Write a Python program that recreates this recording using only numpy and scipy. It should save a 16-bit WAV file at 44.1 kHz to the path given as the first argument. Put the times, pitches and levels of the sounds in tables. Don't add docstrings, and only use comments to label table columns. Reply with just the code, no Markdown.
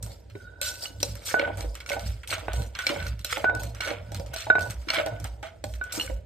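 import sys
import numpy as np
from scipy import signal
from scipy.fft import rfft, irfft, next_fast_len
from scipy.io import wavfile
from scipy.ndimage import uniform_filter1d, map_coordinates

SR = 44100
rng = np.random.default_rng(int(sys.argv[2]) if len(sys.argv) > 2 else 0)


def boost_factor(decibels):
    exponent = np.asarray(decibels, float) / 20
    return 10 ** exponent


def unload_wav(signal):
    wavfile.write(
        sys.argv[1],
        SR,
        np.round(np.clip(np.atleast_2d(signal).T, -1, 1) * 32767).astype(np.int16),
    )


N = 275757
BLOW_S = np.arange(SR // 3) / SR

# centre_hz, width_hz, level_db
HOLLOW_MODES = [(180, 8.1, -27), (246.6, 9.3, 10.5), (301, 42, 7), (470, 12.2, 11.5), (566, 39, 7.5),
                (687, 40, 6.5), (788, 17.7, 9), (950, 62, 7.5), (1140, 1600, -13.5)]
# centre_hz, width_hz, level_db
WALL_MODES = [(1391, 318, -2), (2323, 442, 4.5), (2465, 910, 2), (3310, 960, -5)]


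def unit(x):
    return x / np.sqrt(np.mean(x ** 2) + 1e-20)


def along(points, hz):
    f, v = np.transpose(points)
    return np.interp(np.log(hz + 1), np.log(f + 1), v)


def filtered(x, response):
    m = next_fast_len(x.shape[-1] + 4096)
    spectrum = rfft(x, m) * response(np.fft.rfftfreq(m, 1 / SR))
    return irfft(spectrum, m)[..., :x.shape[-1]]


def resonances(modes):
    def response(f):
        total = 0
        for k, (c, w, db) in enumerate(modes):
            total = total + (-1) ** k * boost_factor(db) * 1j * f * w / (c * c - f * f + 1j * f * w)
        return total
    return response


def ring(modes, t, scatter_db, drift=.0006):
    luck = rng.standard_normal((len(modes), 2))
    return sum(boost_factor(db + scatter_db * a - 60 * t / t60) * np.sin(2 * np.pi * hz * (1 + drift * b) * t)
               for (hz, db, t60), (a, b) in zip(modes, luck))


def glide(hz):
    return np.sin(2 * np.pi * np.cumsum(hz) / SR)


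def onset(t, rise_s):
    return 1 - np.exp(-t / rise_s)


def grains(per_s, spread_db, smooth):
    struck = rng.random(N) < per_s / SR
    size = boost_factor(spread_db * np.minimum(rng.exponential(size=N), 3))
    return unit(struck * size * rng.standard_normal(N)) + smooth * rng.standard_normal(N)


def wobble(rate):
    return map_coordinates(rng.standard_normal(int(N * rate / SR) + 4), [np.arange(N) * rate / SR])


def patchy(x, depth_db):
    z = signal.stft(x, nperseg=256)[2]
    field = uniform_filter1d(rng.standard_normal(z.shape), size=4, axis=0)
    field = uniform_filter1d(field, size=6, axis=1)
    return unit(signal.istft(z * boost_factor(depth_db * unit(field)), nperseg=256)[1][:len(x)])


def swells(peak_s, spread_s, peak_db, slope_db):
    knots_s = np.arange(0, N + 64, 64) / SR
    u = (knots_s - peak_s[:, None]) / np.clip(spread_s, .03, 1)[:, None]
    gain = boost_factor(peak_db[:, None] + np.minimum(slope_db[0] * u, -slope_db[1] * u)).sum(axis=0)
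    return np.interp(np.arange(N), np.arange(len(gain)) * 64, gain)


def add(track, s, sound):
    track[round(s * SR):][:len(sound)] += sound


def kitchen_hum():
    # freq_hz, level_db_per_hz
    hum_spectrum = [(18, -29.5), (30, 0), (74, 12.5), (207, -12.5), (592, -4.5), (1100, -83.5), (1470, -21),
                    (9000, -34.5), (11700, -68.5), (19800, -120)]
    return boost_factor(-53.5) * unit(filtered(rng.standard_normal(N), lambda f: boost_factor(along(hum_spectrum, f))))


def spoon_contacts():
    # start_s, peak_db, centre_hz, slide_s, trail_db re tick
    slides = [(0.027, -21.5, 7850, 0.16, -12), (.615, -11, 4170, 0.68, -16.5), (.832, -44, 4400, 1, -9),
              (1.03, -5.5, 4260, 0.24, -28.5), (1.253, -32.5, 4570, 0.39, 3),
              (2.2753, -20, 4100, 0.35, -11.5), (2.533, -22.5, 4100, 0.71, -19),
              (3.2468, -9.5, 3120, 0.18, -18.5), (3.292, -35.5, 4430, 0.53, 2.5),
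              (3.595, -32.5, 4020, 0.46, -6.5), (4.3345, -32.5, 3700, 0.08, 4),
              (4.6089, -25, 3540, 0.42, -15.5), (5.6409, -19.5, 4540, 0.65, -25.5),
              (5.9233, -20.5, 5450, 0.7, -10.5), (5.9975, -23.5, 2860, 0.77, -21)]
    # start_s, peak_db, centre_hz, slide_s, trail_db re tick
    clacks = [
        (2.3027, -30, 3000, 0.18, -1.5),
        (2.8684, -17, 4400, 0.12, -17),
        (4.3625, -18.5, 3230, 0.45, -12),
        (4.9031, -14.5, 3300, 0.39, -19.5),
    ]
    # start_s, peak_db, centre_hz, wall_db re peak, slide_s
    digs = [(0.2994, -42, 2320, -6.5, 0.11), (1.003, -26.5, 4030, -15, 0.12),
            (1.5726, -29, 6900, -7.5, 0.38), (1.8622, -30.5, 5240, -16, 0.66),
            (1.8915, -18, 2230, -24, 0.28), (2.2335, -34, 1900, -1, 0.092), (2.326, -24.5, 2480, 13, 0.17),
            (2.382, -33.5, 3040, 2, 0.23), (2.7515, -34, 4070, 4, 0.16), (2.7891, -21.5, 3760, -3.5, 0.2),
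            (2.8925, -21.5, 2600, 2.5, 0.1), (3.327, -17, 2320, 4.5, 0.03), (3.7481, -34, 4400, -4, 0.2),
            (3.8061, -24.5, 3790, -0.5, 0.4), (3.8748, -22.5, 2940, 0, 0.26),
            (4.8162, -45, 4760, -1.5, 0.18), (4.885, -31.5, 4260, 8, 0.35), (5.4284, -33.5, 3230, 2.5, 0.3)]
    # start_s, peak_db, centre_hz
    taps = [(0.063, -30, 8100), (.8583, -66, 3020), (1.154, -27, 7160), (1.394, -27, 3070),
            (1.608, -21, 3850), (1.7446, -36.5, 4470), (1.7527, -24.5, 3440), (1.8037, -26.5, 2980),
            (1.918, -26, 2500), (1.9944, -24.5, 4100), (2.555, -33.5, 3800), (2.62, -27, 2500),
            (3.027, -28, 2980), (3.0669, -24.5, 2970), (3.193, -29.5, 4140), (3.379, -26.5, 6900),
            (3.5508, -23, 3800), (3.634, -22.5, 8300), (4.119, -28, 3970), (4.146, -21.5, 3040),
            (4.198, -30, 6020), (4.2623, -33, 3400), (4.5927, -25.5, 2550), (4.7, -26, 3500),
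            (4.7074, -20, 6850), (4.935, -28.5, 2780), (5.062, -19, 3050), (5.2, -29.5, 6000),
            (5.243, -20, 7200), (5.7385, -31, 2270), (5.839, -29.5, 4300), (2.916, -32, 8000)]
    grip_hz = [2600, 3330, 4154, 5160, 5860, 7600, 8390]
    steel_floor_hz = 1600

    # start_s, peak_db, centre_hz, wall_db, slide_s, trail_db, steel treble top_db
    contacts = []
    for rows, top_db in ((slides, -10), (clacks, -69.5)):
        contacts += [(s, db, hz, -24, slide_s, trail_db, top_db) for s, db, hz, slide_s, trail_db in rows]
    contacts += [(*row, -13, -19.5) for row in digs]
    contacts += [(*row, -11.5, 0.17, -17.5, -13) for row in taps]

    track, t = np.zeros(N + SR), BLOW_S
    grit = boost_factor(2 * wobble(70)) * grains(per_s=1300, spread_db=2.5, smooth=.9)
    crunch = unit(np.pad(patchy(grit, depth_db=2.5), (0, SR)))
    for s, db, hz, wall_db, slide_s, trail_db, top_db in contacts:
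        slide = t / np.clip(slide_s, .02, .6)
        trail = boost_factor(trail_db - 20 * slide - 164.0 * slide ** 2) * onset(t, 0.0013)
        strike = boost_factor(-60 * t / .009) * rng.standard_normal(len(t))
        held = [(f * (1 + .05 * (u - .5)), .012 * f, 11 - 12 * (7 * u % 1))
                for f, u in zip(grip_hz, rng.random(7))]

        def tone(f):
            colour = resonances([(hz, 1.6 * hz, 0)])(f) ** 2 - resonances([(11000, 9000, top_db)])(f)
            return colour * (1j * f / (steel_floor_hz + 1j * f)) ** 2 * (1 + resonances(held)(f))

        crushed = trail * crunch[round(s * SR):][:len(t)]
        tick, crush = filtered(np.array([strike, crushed]), tone)
        steel = (tick + crush) / np.abs(tick).max()
        wall = filtered((strike + 2.0 * trail) * rng.standard_normal(len(t)), resonances(WALL_MODES))
        add(track, s, boost_factor(db) * (steel + boost_factor(min(wall_db, 8)) * wall / np.abs(wall).max()))
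    return track[:N]


def worktop():
    # freq_hz, pitch_unsteadiness_hz
    top_modes = [(58.6, 4), (98.6, 9)]
    # peak_s, spread_s, low_mode_db, upper_mode_db, upper_lead_s
    pushes = [(0.062, 0.14, -33, -39.5, 0.0037), (.5, 0.35, -47.5, -44.5, 0.049),
              (1.11, 0.23, -31.5, -35, 0.032), (1.688, 0.18, -26, -31.5, 0.13),
              (2.1, 0.15, -24.5, -28.5, 0.02), (2.35, 0.029, -48, -33.5, 0.01),
              (2.582, 0.18, -24.5, -29, 0.0014), (3.12, 0.19, -26.5, -29.5, 0.037),
              (3.64, 0.23, -30.5, -32, 0.016), (4.25, 0.43, -36, -35.5, 0.092),
              (4.789, 0.2, -31, -31.5, 0.14), (5.292, 0.25, -31, -34.5, 0.11), (5.75, 0.14, -30, -36, 0.05),
              (6.15, 0.19, -30.5, -36, 0.053)]
    slope_db = (22.5, 25.2)

    low, upper = [glide(hz + drift_hz * wobble(25)) for hz, drift_hz in top_modes]
    s, spread, low_db, upper_db, lead = np.transpose(pushes)
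    low_load = swells(s, spread, low_db, slope_db)
    upper_load = swells(s - lead, spread, upper_db, slope_db)
    creak = filtered(grains(per_s=60, spread_db=2, smooth=.8), resonances([(135, 40, 0), (200, 90, -5)]))
    upper = upper + 0.23 * unit(creak)
    low = low_load * boost_factor(-3.5 + 2.5 * wobble(30)) * low
    return low + upper_load * boost_factor(-3.5 + 4.5 * wobble(30)) * upper


def pestle_rubs():
    # peak_s, spread_s, hollow_db, clay_ring_db
    rubs = [(0.071, 0.18, -47, -75), (0.368, 0.043, -58, -55), (.42, 0.092, -62, -47),
            (0.48, 0.15, -84.5, -44), (.56, 0.12, -83, -52.5), (0.67, 0.16, -47, -32),
            (.82, 0.58, -52, -53.5), (1.44, 0.25, -33, -36.5), (1.58, 0.063, -63, -84),
            (1.82, 0.17, -83, -54), (1.941, 0.088, -36.5, -32.5), (2.42, 0.31, -48, -84),
            (2.599, 0.11, -39, -47.5), (2.84, 0.089, -60, -34.5), (2.939, 0.11, -32, -46),
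            (3.0, 0.098, -49.5, -35.5), (3.53, 0.19, -33, -36), (3.9, 0.078, -31, -84.5),
            (4.09, 0.11, -57, -48.5), (4.22, 0.22, -43.5, -64), (4.63, 0.14, -37, -40),
            (5.08, 0.34, -43.5, -43), (5.972, 0.15, -39.5, -44),]
    # centre_hz, width_hz, level_db
    stirred_air = [(593, 310, 7.5), (263, 200, -1.5)]

    s, spread, hollow_db, ring_db = np.transpose(rubs)
    rubbing = grains(per_s=300, spread_db=2.5, smooth=.8)
    body = lambda f: resonances(HOLLOW_MODES)(f) * (.25 + resonances(stirred_air)(f))
    hollow = unit(boost_factor(2.5 * wobble(30)) * filtered(rubbing, body))
    clay = lambda f: resonances([(1482, 55, 0), (3810, 130, -13)])(f) ** 2
    sing = unit(filtered(rng.standard_normal(N), clay))
    hollow = swells(s, spread, hollow_db - 3.0, (25.8, 19)) * hollow
    return hollow + swells(s, spread, ring_db - 0.5, (45, 45)) * sing


def spoon_scrapes():
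    # peak_s, spread_s, grit_db, deep_grind_db
    scrapes = [(.12, 0.12, -49.5, -58), (0.401, 0.2, -58.5, -62.5), (.68, 0.064, -33, -62),
               (.78, 0.14, -55, -79), (0.844, 0.067, -31.5, -44.5), (1.089, 0.19, -43, -52.5),
               (1.291, 0.093, -34, -37.5), (1.418, 0.12, -99, -34), (1.64, 0.72, -54.5, -74),
               (1.928, 0.06, -45, -43), (2.073, 0.14, -44, -44.5), (2.45, 0.26, -58, -70),
               (2.51, 0.13, -70, -43), (2.898, 0.2, -40.5, -35.5), (3.0, 0.066, -57, -44),
               (3.08, 0.083, -44, -48), (3.32, 0.081, -35.5, -35.5), (3.37, 0.12, -47, -37),
               (3.45, 0.06, -83, -64), (3.88, 0.23, -51.5, -41), (4.2, 0.22, -55.5, -76),
               (4.382, 0.13, -101, -42), (4.74, 0.84, -56, -66), (4.945, 0.03, -34, -21),
               (4.986, 0.082, -40, -29), (5.1, 0.38, -83, -57.5), (5.242, 0.39, -61, -86),
               (5.954, 0.17, -53, -39)]
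    # freq_hz, level_db_per_hz
    grit_spectrum = [(1500, -75.5), (2800, -1.5), (3500, 9), (4200, 10.5), (5200, 14.5), (6300, 8),
                     (8000, 9), (10500, 5), (12500, 2), (14000, 0), (15600, -1)]
    slope_db = (31.4, 23.2)

    s, spread, grit_db, grind_db = np.transpose(scrapes)
    fine = patchy(grains(per_s=2000, spread_db=2.5, smooth=1.2), depth_db=3)
    fine = filtered(fine, lambda f: boost_factor(along(grit_spectrum, f)))
    grit = unit(boost_factor(2 * wobble(40)) * fine)
    coarse = patchy(grains(per_s=900, spread_db=2.5, smooth=.7), depth_db=2.5)
    coarse = filtered(coarse, lambda f: resonances(WALL_MODES)(f) * 1j * f / (1500 + 1j * f))
    grind = unit(boost_factor(2 * wobble(60)) * coarse)
    grit = swells(s, spread, grit_db, slope_db) * grit
    return grit + swells(s, spread, grind_db, slope_db) * grind


def pestle_knocks():
    # start_s, peak_db, hollow_hz, air_bloom_db re peak
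    paste_knocks = [(.353, -32, 396, -8), (.614, -37, 569, -0.5), (.83, -38.5, 654, -11),
                    (.904, -45, 294, -10), (1.005, -41, 305, -3), (1.029, -21.5, 546, -12),
                    (1.315, -36, 535, -2), (1.397, -20.5, 584.6, -5.5), (1.645, -29, 510, -13),
                    (1.887, -41, 690, -8), (1.906, -39.5, 565, 12), (1.966, -23, 782, -8.5),
                    (2.292, -39, 820, -10), (2.314, -30.5, 645, -7), (2.33, -29, 640, -5),
                    (2.381, -35.5, 814, -25), (2.868, -31.5, 558, -8), (2.899, -25, 330, -28),
                    (2.908, -27, 591, 0), (3.247, -36, 606, -5.5), (3.326, -39.5, 540, 7.5),
                    (3.372, -23, 850, -4.5), (3.381, -27, 602, -2), (3.644, -34, 529, -9),
                    (3.873, -26, 593, -9.5), (3.912, -22.5, 579, -10), (4.12, -31.5, 632, -8),
                    (4.198, -32, 582, -1), (4.335, -34.5, 767, -2.5), (4.468, -23, 860, -10),
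                    (4.872, -34.5, 325, -33), (4.902, -29.5, 648, -10.5), (4.936, -26.5, 786, -3),
                    (4.972, -30.5, 330, -33.5), (4.982, -23.5, 637, -0.5), (4.997, -22, 603.5, -4.5),
                    (5.063, -22, 656, -6.5), (5.072, -24, 727, -12.5), (5.145, -43, 297, -7),
                    (5.2, -44.5, 323, -6.5), (5.25, -31, 764, -9), (5.43, -29, 835, -4),
                    (5.64, -23.5, 606, -12), (5.976, -27.5, 295, -31), (6.035, -34, 540, -5.5),
                    (6.098, -28, 570, -8)]
    # start_s, peak_db, clay_ring_db re peak, upper_ring_db re peak, lower_twin_db of split mode
    wall_knocks = [(1.3422, -14, -8, -24, -10), (3.4433, -14, -9, -22, -10), (1.905, -27.5, -16, -30, -20),
                   (2.328, -35, -18, -30, -4), (2.483, -20.5, -10.5, -18, -25), (2.537, -33, -12, -9, 0),
                   (2.789, -42, 13, 8, -4), (2.964, -33, -14, -30, 0), (3.496, -23, -8, -14, -16),
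                   (3.805, -33, 2, 0, -26), (4.336, -42, 6, -10, -4), (4.362, -36, -12, -26, 0),
                   (4.5015, -14, 3, -12, 0), (4.554, -17, -11, -12, -1), (4.583, -22, -6, -16, -8),
                   (1.477, -27, -8, -30, -8), (1.428, -28, -8, -30, -8), (5.813, -35.5, 12.5, -3.5, -18.5)]
    # freq_hz, level_db, t60_s
    clay_modes = [(1469, 0, .175), (1487, 0, .175), (2300, -20, .05), (1152, -14, .04)]
    # freq_hz, level_db, t60_s
    upper_modes = [(3810, -19, .09), (3780, -5, .028), (3220, -22, .04)]
    # centre_hz, width_hz, level_db
    slap_modes = [(800, 1300, 0), (2250, 900, -3)]
    wall_hollow_hz, wall_bloom_db = 747, -17
    choked_db, choked_upper_db = -26.5, -13
    wall_mix, paste_mix = (-9.5, 2.5, -0.5, 7.5), (-4.5, -17.5, -5, -11)

    knocks = [(*row, wall_hollow_hz, wall_bloom_db, wall_mix) for row in wall_knocks]
    knocks += [(s, db, choked_db, choked_upper_db, 0, hz, bloom_db, paste_mix)
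               for s, db, hz, bloom_db in paste_knocks]

    track, t = np.zeros(N + SR), BLOW_S
    squelch = np.pad([wobble(45), wobble(60)], ((0, 0), (0, SR)))
    slap = filtered(np.exp(-t / .00025), resonances(slap_modes))
    slap = slap / np.abs(slap).max()
    for s, db, ring_db, upper_db, twin_db, hz, bloom_db, mix in knocks:
        body_db, slap_db, thud_db, bright_db = mix
        push = (1 - t / 0.0016) * np.exp(-t / 0.0011)
        rattle = 0.6 * boost_factor(-60 * t / 0.046) * rng.standard_normal(len(t))
        focus = resonances([(hz, 0.57 * hz, 0), (1900, 1500, bright_db + 1)])
        bowl = resonances(HOLLOW_MODES + WALL_MODES[:2])
        body = filtered(push + rattle, lambda f: focus(f) * (0.57 + bowl(f)))
        body = body / np.abs(body).max()

        if hz == wall_hollow_hz:
            note_hz, t60 = 330 + (942 - 330) * np.exp(-t / 0.00426), 0.031
        else:
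            note_hz, t60 = hz + 0 * t, 0.043
        thud = boost_factor(-60 * t / t60) * glide(note_hz) * onset(t, 0.00036)

        bend, flutter = squelch[:, round(s * SR):][:, :len(t)]
        rise_hz = min(hz, 660) * (.95 + .035 * bend + .12 * onset(t, .07))
        gulp = boost_factor(bloom_db + 4 * flutter - 60 * t / .23) * glide(rise_hz) * onset(t, .012)

        twin = boost_factor(twin_db) * ring(clay_modes[:1], t, scatter_db=.4, drift=0)
        clay = boost_factor(ring_db) * (twin + ring(clay_modes[1:], t, scatter_db=.4, drift=0))
        clay = clay + boost_factor(upper_db) * ring(upper_modes, t, scatter_db=2)
        blow = boost_factor(body_db) * body + boost_factor(slap_db) * slap + boost_factor(thud_db) * thud
        add(track, s, boost_factor(db) * (blow + gulp + clay * onset(t, 0.0007)))
    return track[:N]


def edge_strikes():
    # start_s, peak_db, treble_tilt_db per octave
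    strikes = [(0.617, -29.5, -18), (0.656, -45, 0), (0.674, -50, -2), (3.848, -28, -1),
               (1.0315, -36.5, 21.5), (3.905, -27, -2.5), (1.806, -33.5, -3), (1.862, -33, -3),
               (1.907, -38, -5), (1.9165, -23, -14), (1.933, -31, -21), (1.997, -44, 8), (3.8069, -23, 4),
               (1.3953, -14, -9), (2.2755, -43, -1), (2.2999, -29, -1), (2.314, -24.5, -6),
               (2.7517, -29.5, 5), (2.325, -52, -2), (2.8673, -13.5, 5), (2.8914, -33, 10),
               (2.961, -29.5, -17.5), (3.001, -32, -6), (3.022, -35, -14), (3.048, -40, -24),
               (3.065, -31.5, -15), (3.2462, -35.5, -23), (3.327, -31, -4.5), (4.338, -44, 3),
               (4.8869, -22.5, 3), (4.9023, -14.5, 1), (4.9345, -26, -1), (4.9398, -41, 3),
               (4.9449, -30, -5.5), (4.966, -25.5, -2), (4.9715, -27.5, -10), (4.9883, -31.5, -11),
               (4.948, -23, -11), (4.958, -18.5, -7.5), (4.977, -24, -14), (4.995, -33, -12.5),
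               (5.063, -50, -3), (5.9222, -37, 8), (5.952, -49, 1), (6.076, -33.5, -13)]
    # freq_hz, level_db, t60_s
    edge_modes = [(1490, -10, .04), (2240, 0, .028), (2780, -7, .025), (3480, -10, .025), (4170, -4, .03),
                  (5180, -8, .022), (5500, -9, .025)]
    track, t = np.zeros(N + SR), BLOW_S
    for s, db, tilt_db in strikes:
        tilted = [(hz, level + tilt_db * np.log2(hz / 2240), t60) for hz, level, t60 in edge_modes]
        add(track, s, boost_factor(db) * ring(tilted, t, scatter_db=2.5, drift=.015) * onset(t, .0004))
    return track[:N]


def spoon_pings():
    # start_s, peak_db, pitch_hz
    pings = [
        (0.856, -44, 2910),
        (5.9983, -38.5, 2826),
        (6.011, -38.5, 2940),
    ]
    # multiple of pitch_hz, level_db, t60_s
    steel_modes = [(1, 13, 0.038), (1.007, -6, 0.25), (1.472, 2, 0.13)]
    track = np.zeros(N + SR)
    for s, db, hz in pings:
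        modes = [(k * hz, level, t60) for k, level, t60 in steel_modes]
        add(track, s, boost_factor(db + 1.0) * ring(modes, BLOW_S, scatter_db=-5.5))
    return track[:N]


def free_wall_rings():
    # start_s, ring_db, free_s
    free_rings = [
        (1.343, -24.5, 0.041),
        (3.447, -16.5, 0.042),
        (4.558, -22, 0.017),
        (3.812, -33, .045),
    ]
    free_hz, rise_s, choke_t60_s = 1490, 0.002, 0.12
    track, t = np.zeros(N + SR), BLOW_S
    for s, db, free_s in free_rings:
        decay = boost_factor(db - 60 * np.maximum(t - free_s, 0) / choke_t60_s)
        add(track, s, decay * onset(t, rise_s) * np.sin(2 * np.pi * free_hz * t))
    return track[:N]


def kitchen_echo(near):
    # freq_hz, t60_s
    kitchen_t60 = [(100, 0.23), (600, 0.66), (2000, 0.42), (8000, 0.13), (15000, 0.019)]
    hz, t, z = signal.stft(rng.standard_normal(int(0.19 * SR)), SR, nperseg=256)
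    x = signal.istft(z * boost_factor(-60 * t / along(kitchen_t60, hz)[:, None]), SR, nperseg=256)[1]
    delayed = np.pad(near, (250, 0))
    return boost_factor(-17) * signal.fftconvolve(delayed, x / np.linalg.norm(x))[:N]


def scrambled(x):
    z = signal.stft(x, nperseg=256)[2]
    drift = rng.standard_normal((2, *z.shape))
    lag, lean = unit(uniform_filter1d(uniform_filter1d(drift, size=3, axis=1), size=4, axis=2))
    return signal.istft(z * (1j * np.clip(2 * lag, -1, 1) + .35 * lean), nperseg=256)[1][:N]


def at_ports(shared):
    # freq_hz, likeness 0-1
    likeness = [(60, .99), (130, .91), (300, .52), (700, .5), (1500, .72), (3500, .5), (5500, .5),
                (7400, .88), (8800, .9), (9700, .998), (11400, .998), (12000, .96), (14300, .96),
                (15000, .993)]

    def mid_side(f):
        turn = np.arccos(np.clip(along(likeness, f), -1, 1)) / 2
        return np.array([np.cos(turn), np.sin(turn)])

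    mid, side = filtered(np.array([shared, 1.45 * scrambled(shared)]), mid_side)
    return np.array([mid + side, mid - side])


def scene():
    spoon = spoon_contacts() + spoon_scrapes() + edge_strikes() + spoon_pings()
    pestle = pestle_rubs() + pestle_knocks() + free_wall_rings()
    near = spoon + pestle
    return at_ports(near + kitchen_echo(near) + kitchen_hum()) + worktop()


def roll_off(x):
    return signal.sosfilt(signal.butter(12, 16800, fs=SR, output="sos"), x)


def record(dry):
    # freq_hz, level_db
    mic_response = [(30, -17), (50, 3), (100, 3.5), (8000, -2.5), (11000, 0.5), (13000, -2.5), (15500, -5)]
    # freq_hz, level_db
    balance = [(60, -2), (400, -2.5), (4400, -1.8), (7500, 0), (15000, 0)]
    # freq_hz, half_turns
    right_lead = [(0, 0), (1700, .08), (4500, .1), (5700, .75), (7100, .15), (8000, 0), (8900, -.2),
                  (9750, -.95), (11300, -1.05), (12300, -2), (13900, -2), (14700, -3)]
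    half = np.array([[.5], [-.5]])

    def ports(f):
        gain = boost_factor(along(mic_response, f) + half * along(balance, f))
        phase = np.exp(-1j * np.pi * half * np.interp(f, *np.transpose(right_lead)))
        return gain * phase * (f < 16500)

    return roll_off(filtered(dry, ports))


dry = scene()
out = record(dry)
unload_wav(out)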